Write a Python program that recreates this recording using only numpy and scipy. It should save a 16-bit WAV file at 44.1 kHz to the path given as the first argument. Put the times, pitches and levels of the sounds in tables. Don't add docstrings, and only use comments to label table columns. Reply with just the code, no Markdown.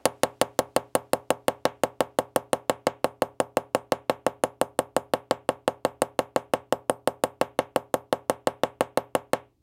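import sys
import numpy as np
from scipy import signal
from scipy.fft import rfft, irfft, next_fast_len
from scipy.io import wavfile
from scipy.ndimage import uniform_filter1d

SR = 44100
rng = np.random.default_rng(int(sys.argv[2]) if len(sys.argv) > 2 else 0)


def to_wav(s):
    ch = np.atleast_2d(s).T
    pcm = np.round(np.clip(ch, -1, 1) * 32767)
    wavfile.write(sys.argv[1], SR, pcm.astype(np.int16))


N = 424241

# t/s, hardness of the contact/dB, slip of the brass/dB
HAMMER_TAPS = [(0.0555, 1.5, 0.5), (0.2342, 2, -2.0), (0.4146, 1.5, 0.5), (0.5908, -1.0, -0.5),
               (0.764, 0.5, -3), (0.9523, -1.0, 2.5), (1.1337, -2.5, 3.0), (1.305, -3, 3),
               (1.4824, 0.5, 0.5), (1.6539, 4, -5), (1.836, -1, -2.5), (2.0064, 0, -1), (2.188, -2.5, 1),
               (2.3615, -2.0, 4.5), (2.5318, -1, 4.0), (2.6969, 2.0, -0.5), (2.8693, 3, -2.5),
               (3.0444, -2, -3.5), (3.221, -3, -1), (3.4018, -5, 0.5), (3.5707, -2.0, -0.5),
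               (3.749, -1.5, 1.5), (3.9212, 1.5, -1), (4.0972, 1.5, -2), (4.2658, -1, -5),
               (4.4376, -2.5, 0.5), (4.6145, -4.5, 2.0), (4.7905, -3.0, 3.5), (4.9656, -3, -0.5),
               (5.137, 0.5, -2), (5.3108, 1.5, -3.5), (5.4905, -1, -5), (5.6787, -2, -1.5),
               (5.8504, -1, -3), (6.0197, -1.5, 5.5), (6.1913, 0.0, 2.5), (6.3619, 0.5, -4.5),
               (6.537, 1, -0.5), (6.7252, -4.5, -1.5), (6.8973, -7.0, 2.5), (7.0751, -4, 2.5),
               (7.238, -1.5, 4), (7.4136, 2, -2), (7.5902, 2.5, -4.5), (7.7613, -3, 1.5),
               (7.9415, -4.0, 1.5), (8.1274, -1.5, -0.5), (8.2977, 0.5, 3.0), (8.472, 1, -2.5),
               (8.6352, 2, -4), (8.8086, 2.0, 1.5), (8.9744, 0.0, -0.5), (9.1516, 0.0, 2.5), (9.3337, 4, 0)]
LOOSE_FORCE_DB, LOOSE_CRUSH_DB = 2.5, 11


def metal_click(near_db=-4, spread_db=-3, lead_s=.0007, crush_s=.00024, chatter_db=-8, chatter_s=.028,
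                peak_hz=9000, peak_db=5, peak_octaves=.087, wander_octaves=.13, steel_hz=6000):
    # f/Hz, level/dB
    near_tone = [(1200, -30), (2800, 0.5), (4400, 3), (5700, -13), (7000, -2.5), (9500, -1.5), (11500, -8),
                 (13500, -9.5), (15500, -8.5), (17000, -23.5)]
    # f/Hz, level/dB
    spread_tone = [(700, -16.5), (1500, 16), (2700, 11.5), (3600, 9), (4400, -0.5), (5700, 0), (7000, 3),
                   (10000, -1.5), (12000, -7), (16000, -18)]
    t, hz = np.arange(2048) / SR, np.fft.rfftfreq(512, 1 / SR)
    near, spread = np.zeros((2, N))
    steel = 1 / (1 + (hz / steel_hz) ** 6)
    brass = 1 - steel
    for s, hard_db, slip_db in HAMMER_TAPS:
        slips, chatter = rng.standard_normal((2, len(t)))
        burst = unit_energy(slips * (t / crush_s) ** 2 * np.exp(-t / crush_s))
        burst += gain(chatter_db) * unit_energy(chatter * gain(-60 * t / chatter_s))
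        octaves = np.log2((hz + 1) / peak_hz) + wander_octaves * rng.standard_normal()
        bright_db = peak_db * np.exp(-.5 * (octaves / peak_octaves) ** 2)
        tick = unit_energy(signal.fftconvolve(burst, pulse(curve(near_tone, hz) + bright_db)))
        strength_db = LOOSE_CRUSH_DB * looseness(s) + .7 * steel * hard_db + brass * slip_db
        add(near, s - lead_s, signal.fftconvolve(tick, pulse(near_db + strength_db)))
        sent_db = spread_db + 1.2 * steel * hard_db + .26 * (brass * slip_db + bright_db)
        clink_db = 3 * uniform_filter1d(rng.standard_normal(len(hz)), size=14) * np.sqrt(14)
        add(spread, s, pulse(curve(spread_tone, hz) + sent_db + brass * clink_db))
    return near, spread


def bench_knock(level_db=.17, soften_hz=1300, bass_hz=130, upper_hz=1050):
    # f/Hz, level/dB, time to fade by 60 dB/s
    bench_notes = [(161.7, -31, 0.1), (251.7, -38, 0.12), (292.3, -20.5, 0.041), (360.5, -20, 0.037),
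                   (411.1, -29.5, 0.15), (510.3, -16.5, 0.056), (533.1, -20, 0.061), (583.8, -12.5, 0.035),
                   (677.8, -18.5, 0.056), (736, -31, 0.15), (751, -30, 0.1), (860, -16.5, 0.04),
                   (960, -37.5, 0.2), (1080, -19.5, 0.038), (1144, -37.5, 0.11), (1299, -31.5, 0.07),
                   (1500, -49.5, 0.029), (1605, -32, 0.072), (1755, -19, 0.022), (2161, -11.5, 0.013),
                   (2744, -16.5, 0.039), (2983, -7, 0.012), (3320, -18, 0.11), (4140, -15, 0.042)]
    hz, db, fade_s = np.transpose(bench_notes)
    fade_s = np.minimum(fade_s, .019 * (3000 / hz) ** 2)
    notes, out = ringing(np.c_[hz, db, fade_s]), np.zeros(N)
    upper = 1 / (1 + (upper_hz / hz) ** 6)
    leans_db = rng.standard_normal((len(HAMMER_TAPS), len(bench_notes)))
    for (s, hard_db, _), lean_db in zip(HAMMER_TAPS, leans_db):
        strength_db = LOOSE_FORCE_DB * looseness(s) + upper * (hard_db + lean_db)
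        add(out, s, -gain(strength_db) @ notes)
    softened = pass_filter(out, soften_hz, "low", order=2)
    return gain(level_db) * pass_filter(softened, bass_hz, "high", order=2)


def tool_ring(level_db=-50, split_hz=45, scatter_db=3):
    # f/Hz, level/dB, time to fade by 60 dB/s
    rod_notes = [(5120, 1, .055), (11850, -1, .06), (13330, -1, .05)]
    notes, out = ringing(rod_notes), np.zeros(N)
    t = np.arange(notes.shape[1]) / SR
    upper = np.arange(len(rod_notes)) > 0
    grips = rng.uniform(.2, 1, (len(HAMMER_TAPS), len(rod_notes), 1))
    chances = rng.standard_normal((len(HAMMER_TAPS), len(rod_notes)))
    for (s, hard_db, _), grip, chance in zip(HAMMER_TAPS, grips, chances):
        strength_db = LOOSE_FORCE_DB * looseness(s) + upper * (scatter_db * chance - .8 * hard_db)
        wobble = np.cos(2 * np.pi * split_hz * grip * t)
        add(out, s, gain(strength_db) @ (notes * wobble))
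    return gain(level_db) * out


def snap_ring(ring_hz=6750, level_db=-57, fade_s=.17):
    ring, out = ringing([(ring_hz, level_db, fade_s)])[0], np.zeros(N)
    for s, *_ in HAMMER_TAPS:
        add(out, s, looseness(s) * ring)
    return out


def workshop_echo(sound, first_s=.0092, build_s=.0014):
    # f/Hz, level/dB, time to fade by 60 dB/s
    echo_bands = [(55, -7.5, 0.33), (128.4, -13.5, 0.1), (282, -27, 0.8), (500, -26, 0.29),
                  (900, -21.5, 0.29), (1600, -22.5, 0.22), (2800, -23.5, .28), (4500, -23.5, 0.11),
                  (8000, -24.5, 0.14), (12000, -23, .21), (16000, -24.5, .13)]
    t, hz = np.arange(SR) / SR, np.fft.rfftfreq(SR, 1 / SR)
    noise_spectrum, tail = rfft(rng.standard_normal(SR)), np.zeros(SR)
    onset = np.clip((t - first_s) / build_s, 0, 1)
    centres_hz = np.transpose(echo_bands)[0]
    for (_, db, fade_s), weights in zip(echo_bands, np.eye(len(echo_bands))):
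        band = curve(np.c_[centres_hz, weights], hz)
        reflections = irfft(noise_spectrum * band, SR) * onset * gain(-60 * t / fade_s)
        tail += gain(db) * np.sqrt(band.mean()) * unit_energy(reflections)
    return signal.fftconvolve(sound, tail)


def standing_waves(build_s=.041):
    # f/Hz, level/dB, time to fade by 60 dB/s
    room_notes = [(85, -55, .5), (121, -46, .45), (305, -47, .25), (415, -39, .28), (548, -44, .22),
                  (818, -45, .22)]
    hum, out = ringing(room_notes).sum(0), np.zeros(N)
    hum *= 1 - np.exp(-np.arange(len(hum)) / SR / build_s)
    for s, *_ in HAMMER_TAPS:
        add(out, s, gain(LOOSE_FORCE_DB * looseness(s)) * hum)
    return out


def hiss(level_db=-72, low_hz=1000, high_hz=4000, decay_s=1.7):
    noise = pass_filter(rng.standard_normal(N), low_hz, "high", order=2)
    noise = pass_filter(noise, high_hz, "low", order=1)
    return gain(level_db) * np.exp(-np.arange(N) / SR / decay_s) * noise / noise.std()


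def room_air(level_db=-71):
    # f/Hz, level/dB
    air_tone = [(25, -5.5), (70, 10.5), (200, -7.5), (600, -16.5), (1500, -30.5), (4000, -27), (9000, -31),
                (16000, -31.5)]
    size = next_fast_len(N)
    shape = gain(curve(air_tone, np.fft.rfftfreq(size, 1 / SR)))
    noise = irfft(rfft(rng.standard_normal(size)) * shape, size)[:N]
    return gain(level_db) * noise / noise.std()


def looseness(s, closing_s=1.4):
    return np.exp(-s / closing_s)


def ringing(notes):
    hz, db, fade_s = np.transpose(notes)[:, :, None]
    t = np.arange(SR // 2) / SR
    return gain(db - 60 * t / fade_s) * np.cos(2 * np.pi * hz * t)


def pulse(levels_db):
    cepstrum = irfft(np.log(gain(levels_db)))
    half = len(cepstrum) // 2
    cepstrum[1:half] *= 2
    cepstrum[half + 1:] = 0
    return irfft(np.exp(rfft(cepstrum)))


def gain(db):
    return 10 ** (np.asarray(db) / 20)


def curve(points, hz):
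    points_hz, values = np.transpose(points)
    return np.interp(np.log(hz + 1), np.log(points_hz + 1), values)


def unit_energy(sound):
    return sound / np.linalg.norm(sound)


def add(mix, s, sound):
    part = mix[max(round(s * SR), 0):][:len(sound)]
    part += sound[:len(part)]


def pass_filter(sound, hz, kind, order):
    return signal.sosfilt(signal.butter(order, hz, kind, fs=SR, output="sos"), sound)


def scene(board_hz=1400, ring_boost_db=7, beat_s=.16):
    knock = bench_knock()
    ring = tool_ring() + snap_ring()
    click, spread = metal_click()
    sent = pass_filter(knock, board_hz, "low", order=6) + spread + gain(ring_boost_db) * ring
    beat = round(beat_s * SR)
    echo = workshop_echo(np.r_[sent[:beat], sent])[beat:beat + N]
    return (knock + click + ring + echo + standing_waves() + hiss() + room_air())[None]


def record(dry, ceiling_db=-7.6, sharpness=6, low_cut_hz=40, high_cut_hz=16400):
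    flattened = dry / (1 + abs(dry / gain(ceiling_db)) ** sharpness) ** (1 / sharpness)
    trimmed = pass_filter(flattened, low_cut_hz, "high", order=2)
    treble_cut = signal.firwin(255, high_cut_hz, window=("kaiser", 9), fs=SR)
    return signal.oaconvolve(trimmed, treble_cut[None], "same")


dry = scene()
out = record(dry)
to_wav(out)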